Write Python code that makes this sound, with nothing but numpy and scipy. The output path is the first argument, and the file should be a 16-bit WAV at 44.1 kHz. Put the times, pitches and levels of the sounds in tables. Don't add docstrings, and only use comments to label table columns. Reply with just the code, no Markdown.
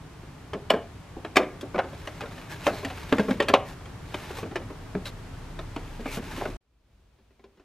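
import sys
import numpy as np
from scipy import signal
from scipy.fft import rfft, irfft, next_fast_len
from scipy.io import wavfile
from scipy.ndimage import map_coordinates

SR = 44100
rng = np.random.default_rng(int(sys.argv[2]) if len(sys.argv) > 2 else 0)


def persist_wave(psi):
    counts = np.round(np.clip(psi, -1, 1) * 32767).astype(np.int16)
    wavfile.write(sys.argv[1], SR, np.atleast_2d(counts).T)


N = 336924

BAND_EDGES = [150, 450, 900, 2000, 4000, 8000, 16000]
# (frequency [Hz], width [Hz], relative level [dB])
SHELL_MODES = [(213.3, 25, 0), (302, 47, 2.5), (407, 19, -1), (431.3, 56, -7.5), (574.6, 20, -10),
               (679, 30, 4.5), (768, 10, -13), (854, 35, -17), (1055, 39, 3.5), (1146, 50, -15),
               (1600, 81, 3.5), (1737, 88, -11), (2200, 140, -14.5), (2529, 57, -1.5), (2860, 39, -16),
               (3690, 100, -8.5), (3986, 96, -22.5), (5230, 85, -27), (6344, 160, -38)]
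# (frequency [Hz], relative level [dB per Hz])
CLOTH_COLOUR = [(180, -32), (300, -8.5), (379, -1.5), (486, -9), (614, -2), (737, -14.5), (870, -0.5),
                (1040, -6.5), (2320, -7.5), (4300, -14.5), (6200, -19), (9550, -24.5), (13500, -23.5),
                (15000, -37), (16000, -57.5)]
# (frequency [Hz], relative level [dB])
KNOCK_BANDS = [(640, 0), (1340, -0.5), (2830, -5.5), (5660, -16), (11300, -27.5)]
DROP_S = 6.57


def amp(db):
    return 10 ** (np.asarray(db) / 20)


def unit(x):
    return x / np.sqrt(np.mean(x ** 2) + 1e-20)


def along(points, hz):
    f, v = np.transpose(points)
    return np.interp(np.log(hz + 1), np.log(f + 1), v)


def curves(rows):
    s, *cols = np.transpose(rows)
    return [np.interp(np.arange(N) / SR, s, c) for c in cols]


def wobble(rate):
    points = rng.standard_normal(int(N * rate / SR) + 4)
    return map_coordinates(points, [np.arange(N) * rate / SR])


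def filtered(x, response):
    m = next_fast_len(N + SR // 2)
    return irfft(rfft(x, m) * response(np.fft.rfftfreq(m, 1 / SR)), m)[..., :N]


def noise(spectrum):
    return unit(filtered(rng.standard_normal(N), lambda hz: amp(along(spectrum, hz))))


def coloured(x, points):
    n = len(x)
    cepstrum = irfft(np.log(amp(along(points, np.fft.rfftfreq(n, 1 / SR)))), n)
    cepstrum[1:n // 2] *= 2
    cepstrum[n // 2 + 1:] = 0
    return irfft(rfft(x) * np.exp(rfft(cepstrum)), n)


def dying(t60s, size):
    hz, t, z = signal.stft(rng.standard_normal(size), SR, nperseg=128)
    fade = amp(-60 * t / along(t60s, hz)[:, None])
    return signal.istft(z * fade, SR, nperseg=128)[1][:size]


def swells(rows, fade_db_per_s):
    t = np.arange(N) / SR
    return sum(amp(db - fade_db_per_s * np.abs(t - s)) for s, db in rows)


def busy():
    return np.clip((DROP_S - np.arange(N) / SR) / .004, 0, 1)


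def drone():
    pitch_hz, sag_from_s, sag_hz_per_s = 32, 6.5, 3.6
    full_db, full_at_s, rise_db_per_s = -42.5, 5.55, 12.5
    t = np.arange(N) / SR
    hz = pitch_hz - sag_hz_per_s * np.maximum(t - sag_from_s, 0)
    level_db = full_db - rise_db_per_s * np.maximum(full_at_s - t, 0)
    return amp(level_db + 1.8 * wobble(4.1)) * unit(np.sin(2 * np.pi * np.cumsum(hz) / SR))


def hum():
    # (frequency [Hz], relative level [dB per Hz])
    hum_colour = [(60, -37.5), (78, -12.5), (85, -6), (92, -10), (110, -13.5), (135, -23), (300, -84.5)]
    # (time [s], level [dB])
    hum_crests = [(3.05, -46), (4.5, -43)]
    resting_db, fade_db_per_s = -56, 21.5
    return (amp(resting_db) + swells(hum_crests, fade_db_per_s)) * noise(hum_colour)


def room_air():
    # (time [s], level [dB])
    air_levels = [(1.0, -45), (2.1, -42.5), (6.55, -42)]
    # (frequency [Hz], relative level [dB per Hz])
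    air_colour = [(15, -33), (25, -5.5), (108, -2), (175, -4.5), (223, -17.5), (256, -7.5), (317, -14.5),
                  (384, -15.5), (463, -16.5), (516, -21), (714, -18), (1230, -21.5), (8360, -40.5),
                  (14000, -48.5), (16000, -65)]
    level_db, = curves(air_levels)
    return amp(level_db) * noise(air_colour) * busy()


def still_room():
    # (frequency [Hz], relative level [dB per Hz])
    rumble_colour = [(20, -13.5), (40, -6), (55, 4.5), (75, -5), (140, -10.5), (250, -33), (600, -69)]
    # (frequency [Hz], relative level [dB per Hz])
    hiss_colour = [(120, -29), (200, 2), (2050, -14), (2420, -12.5), (2910, -14.5), (3370, -15.5),
                   (13300, -31), (15100, -30), (16000, -41)]
    # (time [s], level [dB])
    rumble_crest = [(7.0, -60)]
    rumble_db, hiss_db, swell_slope_db_per_s = -65.5, -69.5, 68
    full_at_s, rise_db_per_s = 6.94, 34
    t = np.arange(N) / SR
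    fade_in = np.clip((t - DROP_S - .035) / .008, 0, 1)
    fade_in = fade_in * amp(-rise_db_per_s * np.maximum(full_at_s - t, 0))
    rumble_gain = amp(rumble_db) + swells(rumble_crest, swell_slope_db_per_s)
    return (rumble_gain * noise(rumble_colour) + amp(hiss_db) * noise(hiss_colour)) * fade_in


def background(diffuse_db=5):
    lows = (drone() + hum()) * busy()
    shared = room_air() + still_room() + lows
    return np.array([shared, amp(diffuse_db) * (room_air() + still_room())])


def touch_db(colour, db, bright_db=0, depth_db=0):
    pivot_hz = 640
    centres = np.sqrt(np.multiply(BAND_EDGES[:-1], BAND_EDGES[1:]))
    octaves = np.log2(centres / pivot_hz)
    tilt = bright_db * np.maximum(octaves, 0)
    bass = depth_db * np.clip(-octaves, 0, 1)
    return db + along(colour, centres) + tilt + bass


def voiced(x, band_db):
    hz = np.fft.rfftfreq(2048, 1 / SR)
    centres = np.sqrt(np.multiply(BAND_EDGES[:-1], BAND_EDGES[1:]))
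    fade = signal.windows.tukey(1764, .08)[882:]
    for _ in range(2):
        power = np.abs(rfft(x[:882] * fade, 2048)) ** 2 / (1024 * 882)
        has_db = 10 * np.log10(np.histogram(hz, BAND_EDGES, weights=power)[0] + 1e-20)
        x = coloured(x, np.column_stack([centres, band_db - has_db]))
    return x


def contact(close_s, rings_hz, band_db, modes_db, ring_db, second_db, ring_t60, chatter_db, room_db,
            size=12288):
    # (frequency [Hz], relative level [dB])
    wall_colour = [(30, -26), (110, -25), (200, -1.5), (330, 2), (600, 4), (1000, -6), (2800, -7.5),
                   (4000, -18), (7000, -32.5), (12500, -48), (16000, -56)]
    # (frequency [Hz], time to fall 60 dB [s])
    wall_fades = [(200, 0.16), (600, 0.15), (1500, 0.099), (3000, 0.074), (6000, 0.078), (12000, 0.021)]
    # (frequency [Hz], time to fall 60 dB [s])
    room_fades = [(150, 0.5), (600, 0.38), (2000, 0.37), (5000, 0.18), (12000, 0.29)]
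    t = np.arange(size) / SR

    def sine(hz):
        return rng.choice([-1, 1]) * np.sin(2 * np.pi * hz * t)

    modes = sum(amp(db + rng.normal(0, 0.98)) * sine(hz * rng.normal(1, .012)) * np.exp(-np.pi * width * t)
                for hz, width, db in SHELL_MODES)
    body = unit(coloured(dying(wall_fades, size), wall_colour)) + amp(modes_db) * unit(modes)
    push = coloured(rng.standard_normal(size) * t * np.exp(-t / 0.0014), wall_colour)
    skid = t / max(close_s, 1e-4)
    force = rng.standard_normal(size) * np.sqrt(skid) * np.exp(-skid)
    force *= amp(chatter_db) * (close_s / 0.0028) ** 0.5 / np.linalg.norm(force)
    force[0] += 1
    struck = unit(body) + amp(-5.0) * unit(push)
    blow = unit(signal.fftconvolve(struck, force)[:size])
    for hz, db in zip(rings_hz, (ring_db, second_db)):
        ring = sine(hz) * (1 - np.exp(-skid)) * amp(-60 * t / ring_t60 * (hz / 600) ** 0.69)
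        blow = blow + amp(db + 0.51 * along(wall_colour, hz)) * unit(ring)
    blow = voiced(blow, band_db)

    def through(response):
        return signal.fftconvolve(blow, response / np.linalg.norm(response))[:size]

    room = through(dying(room_fades, size) * (1 - np.exp(-(t / 0.027) ** 2)))
    scatter = through(rng.standard_normal(size) * np.exp(-t / .012))
    return np.array([blow + amp(room_db) * room, scatter])


def thuds():
    # (time [s], ring [Hz], relative level [dB], brightness [dB per octave], depth [dB])
    thud_rows = [(0.231, 407, -59.5, 2, 12.5), (0.547, 197, -39, -10, 3), (0.737, 435.5, -28, -0.5, 0.5),
                 (0.762, 310, -39, 0, 1), (1.166, 257, -45, -7.5, 3.5), (1.398, 383, -29, -3.5, 2.5),
                 (1.43, 299, -39, 1.5, 6), (1.63, 286, -42, -2.5, 5), (1.841, 355, -45, 2, 3),
                 (1.93, 555, -46.5, 1.5, 0.5), (2.235, 465, -41.5, 1.5, -5), (2.676, 592, -23.5, -3.5, -6),
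                 (2.732, 250, -45, 0.5, 4), (2.832, 402, -43, 0.5, 4.5), (3.195, 208, -27.5, 2, 5),
                 (3.284, 206, -31.5, 0, 4.5), (4.305, 363, -45.5, 2.5, 5), (4.461, 280, -52, 4.5, 4.5),
                 (5.995, 446, -45.5, -3.5, 7), (6.48, 387, -50.5, 0, 13)]
    # (frequency [Hz], relative level [dB])
    thud_bands = [(640, 0.5), (1340, -6), (2830, -17.5), (5660, -27.5), (11300, -40.5)]
    close_s, second_over_first = 0.0046, 1.3
    for s, hz, db, bright_db, depth_db in thud_rows:
        yield s, close_s, (hz, hz * second_over_first), touch_db(thud_bands, db, bright_db, depth_db)


def knocks():
    # (time [s], time for the touch to close [s], first ring [Hz], second ring [Hz],
    #  relative level [dB], brightness [dB per octave], depth of the panel's bass [dB])
    knock_rows = [(0.533, 0.0036, 412, 606, -38.5, 0, 3), (0.7031, 0.00049, 642, 520, -19.5, -5, -10),
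                  (1.248, 0.0012, 413, 318, -39.5, -0.5, 1.5),
                  (1.3675, 0.0014, 1198, 379, -20.5, 1.13, -0.5), (1.745, .0053, 616, 363, -33.5, -3.5, 2),
                  (1.759, .0018, 720, 560, -35.5, -2.5, -2), (1.789, 0.0036, 553, 808, -24.5, -3.5, -12.5),
                  (2.667, 0.0023, 555, 730, -26, 0.14, -2.5), (2.848, .0015, 273, 1770, -40, 3, 4.5),
                  (3.125, 0.00059, 445, 269, -24.5, -1.4, 5.5), (3.183, 0.0023, 1120, 463, -32.5, 0, 2.5),
                  (3.308, .002, 251, 187, -35.5, 0.15, 13), (3.4019, 0.0021, 568, 1840, -24.5, -0.5, -0.5),
                  (3.499, 0.0034, 1330, 1040, -29.5, -3.5, 1), (3.5383, 0.00032, 567, 770, -16, -1, -6),
                  (4.142, 0.0017, 376, 598, -38, -.3, 0.5), (4.557, .0035, 379, 1770, -35, 0.9, 1.5),
                  (4.9505, 0.00053, 409, 187, -38, -3, 11.5), (5.59, 0.0035, 643, 1270, -43, 0.4, 0),
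                  (5.762, 0.0027, 940, 282, -40.5, 0.6, 5.5), (6.057, 0.0025, 280, 453, -38, -2.5, 4.5),
                  (6.411, .002, 375, 812, -33, -5, -3), (6.455, .004, 392, 620, -35, -2.3, -1)]
    for s, close_s, first_hz, second_hz, db, bright_db, depth_db in knock_rows:
        yield s, close_s, (first_hz, second_hz), touch_db(KNOCK_BANDS, db, bright_db, depth_db)


def catches():
    # (time [s], ring [Hz], relative level [dB])
    catch_rows = [(0.7029, 2980, -24.5), (1.3678, 2108, -24), (4.143, 3060, -41)]
    # (frequency [Hz], relative level [dB])
    catch_bands = [(260, -20.5), (640, -14), (1340, -8.5), (2830, 1), (5660, -12), (11300, -20)]
    close_s, second_over_first = 0.0012, 1.1
    for s, hz, db in catch_rows:
        yield s, close_s, (hz, hz * second_over_first), touch_db(catch_bands, db)


def clicks():
    # (time [s], ring [Hz], relative level [dB], brightness [dB per octave])
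    click_rows = [(1.358, 2420, -31, 0), (1.6101, 550, -55, 3.5), (1.78, 1980, -31, -5.5),
                  (2.073, 2880, -39.5, -1), (2.207, 807, -40, -1), (2.379, 1750, -49, -1),
                  (2.901, 1050, -41.5, -2), (3.423, 795, -40.5, 0.5), (3.484, 1650, -30, 0.63),
                  (3.856, 3207, -55, 0.5), (4.385, 1110, -42, -3), (5.055, 3920, -47.5, 2)]
    # (frequency [Hz], relative level [dB])
    click_bands = [(260, -7), (640, -0.5), (2830, -1), (5660, -9), (11300, -19)]
    close_s, second_over_first = .0045, .7
    for s, hz, db, bright_db in click_rows:
        yield s, close_s, (hz, hz * second_over_first), touch_db(click_bands, db, bright_db)


def friction(grain_db, shell_db):
    hiss = noise(CLOTH_COLOUR) * amp(grain_db * wobble(500))
    rung = sum(signal.lfilter(*signal.iirpeak(hz, hz / width, SR), hiss) for hz, width, db in SHELL_MODES)
    return unit(hiss + amp(shell_db) * unit(rung))


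def rubbing(diffuse_db=-3, snag_size=0.77):
    # (start [s], length [s], level before the trembling [dB])
    slide_rows = [(1.808, 0.94, -52), (2.553, 0.89, -46), (4.02, .46, -44.5), (5.648, 0.72, -55.5),
                  (6.173, 0.39, -44)]
    attack_s, release_s = 0.19, 0.12
    t = np.arange(N) / SR
    pressure = sum(amp(db) * np.clip(np.minimum((t - s) / attack_s, (s + length - t) / release_s), 0, 1)
                   for s, length, db in slide_rows)
    snags = (rng.random(N) < 30 / SR) * rng.uniform(.3, 2, N)
    snags = signal.lfilter([1], [1, -np.exp(-1 / (.004 * SR))], snags)
    tremble = amp(1.3 * wobble(60)) * (1 + snag_size * snags)
    level = pressure * tremble * busy()

    def stroke():
        return level * friction(grain_db=1.5, shell_db=-12.5) + scuffs()

    return np.array([stroke(), amp(diffuse_db) * stroke()])


def fumbles(count=4):
    # (from [s], to [s], middle of the random levels [dB], brightness [dB per octave], depth [dB])
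    grip_changes = [(2.087, 2.347, -50.5, 1, -0.5), (4.4, 4.72, -49, -2.5, 6.5),
                    (6.15, 6.403, -49, -2.5, 7)]
    close_s, scatter_db = 0.0056, 4.5
    for start, end, db, bright_db, depth_db in grip_changes:
        for k in range(count):
            s = start + (end - start) * (k + rng.random()) / count
            rings_hz = rng.choice([hz for hz, width, level in SHELL_MODES], size=2)
            touch_level_db = db + rng.normal(0, scatter_db)
            yield s, close_s, rings_hz, touch_db(KNOCK_BANDS, touch_level_db, bright_db, depth_db)


def scuffs(size=8192):
    # (start [s], length [s], level before the swell and fade [dB], squeaky band [Hz],
    #  its share [dB], treble lift [dB])
    scuff_rows = [(2.491, 0.069, -38.5, 1700, -5, 1.5), (2.635, 0.076, -36.5, 2700, -3, 6),
                  (2.692, .15, -46.5, 4160, -2, 6.5), (3.645, .11, -46, 1800, -6, 4.5),
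                  (4.35, 0.085, -46, 2420, -18, 9.5), (5.048, .057, -39.5, 4040, -3, 5),
                  (6.04, 0.13, -41, 2340, 2, 5.5), (6.105, 0.091, -37, 2670, -26.5, 6.5),
                  (6.291, 0.06, -43.5, 1660, 0, 5), (6.337, 0.1, -51.5, 2300, -10, 12)]
    crest = 0.4
    out, t = np.zeros(N + SR), np.arange(size) / SR
    for s, length, db, hz, squeak_db, lift_db in scuff_rows:
        roughness = signal.resample(rng.standard_normal(64), size)
        slips = rng.standard_normal(size) * amp(1.9 * roughness)
        hiss = coloured(coloured(slips, CLOTH_COLOUR), [(2000, 0), (7000, lift_db)])
        squeak = signal.lfilter(*signal.iirpeak(hz, 11, SR), hiss)
        stroke = np.interp(t / length, [0, crest, 1], [0, 1, 0]) ** 0.68
        out[round(s * SR):][:size] += amp(db) * stroke * unit(unit(hiss) + amp(squeak_db) * unit(squeak))
    return out[:N]


def taps():
    # (time [s], relative level [dB])
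    tap_rows = [(7.187, -65), (7.306, -64.5), (7.395, -58.5), (7.44, -51.5), (7.573, -61.5), (7.597, -57)]
    # (frequency [Hz], relative level [dB])
    tap_bands = [(260, 0), (640, -8.5), (1340, -9.5), (2830, -14), (5660, -20), (11300, -39.5)]
    tap_rings = (391, 1040)
    for s, db in tap_rows:
        yield s, 0.0047, tap_rings, touch_db(tap_bands, db)


def touches():
    for source in (thuds, knocks, catches, clicks, fumbles, taps):
        yield from source()


def casing():
    # (frequency [Hz], diffuse level [dB])
    diffuse_share = [(300, -17), (1500, -15), (6000, -11.5), (12000, 3)]
    out = np.zeros((2, N + SR))
    for s, close_s, rings_hz, band_db in touches():
        blow = contact(close_s, rings_hz, band_db, modes_db=-7.0, ring_db=-4.0, second_db=-7.5,
                       ring_t60=0.058, chatter_db=-1.5, room_db=-19.0)
        if s < DROP_S:
            blow = blow[:, :round((DROP_S - s) * SR)]
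        out[:, round(s * SR):][:, :blow.shape[1]] += blow
        fade = np.exp(-np.arange(blow.shape[1]) / SR / 0.0036)
        graze = coloured(blow[0] * fade, [(2000, -14.0), (8000, -29.5)])
        out[0, round((s - rng.uniform(.002, .005)) * SR):][:len(graze)] += graze
    shared, diffuse = amp(1.18) * out[:, :N]
    return np.array([shared, filtered(diffuse, lambda hz: amp(along(diffuse_share, hz)))])


def microphones(shared, diffuse):
    # (frequency [Hz], level [dB])
    port_difference = [(100, -43), (300, -10), (1000, -13), (2500, -9.5), (5000, -7), (10000, -7)]
    lag_s = 1.75e-5
    side = filtered(diffuse, lambda hz: amp(along(port_difference, hz)))
    ports = np.array([[1], [-1]])
    heard = filtered(shared + ports * side, lambda hz: np.exp(1j * np.pi * hz * lag_s * ports))
    return heard * amp(ports * .22)


def scene():
    return microphones(*(casing() + rubbing() + background()))


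def record(dry):
    top_hz = 15800
    held = dry / (1 + np.abs(dry) ** 8) ** (1 / 8)
    return filtered(held, lambda hz: hz < top_hz)


dry = scene()
out = record(dry)
persist_wave(out)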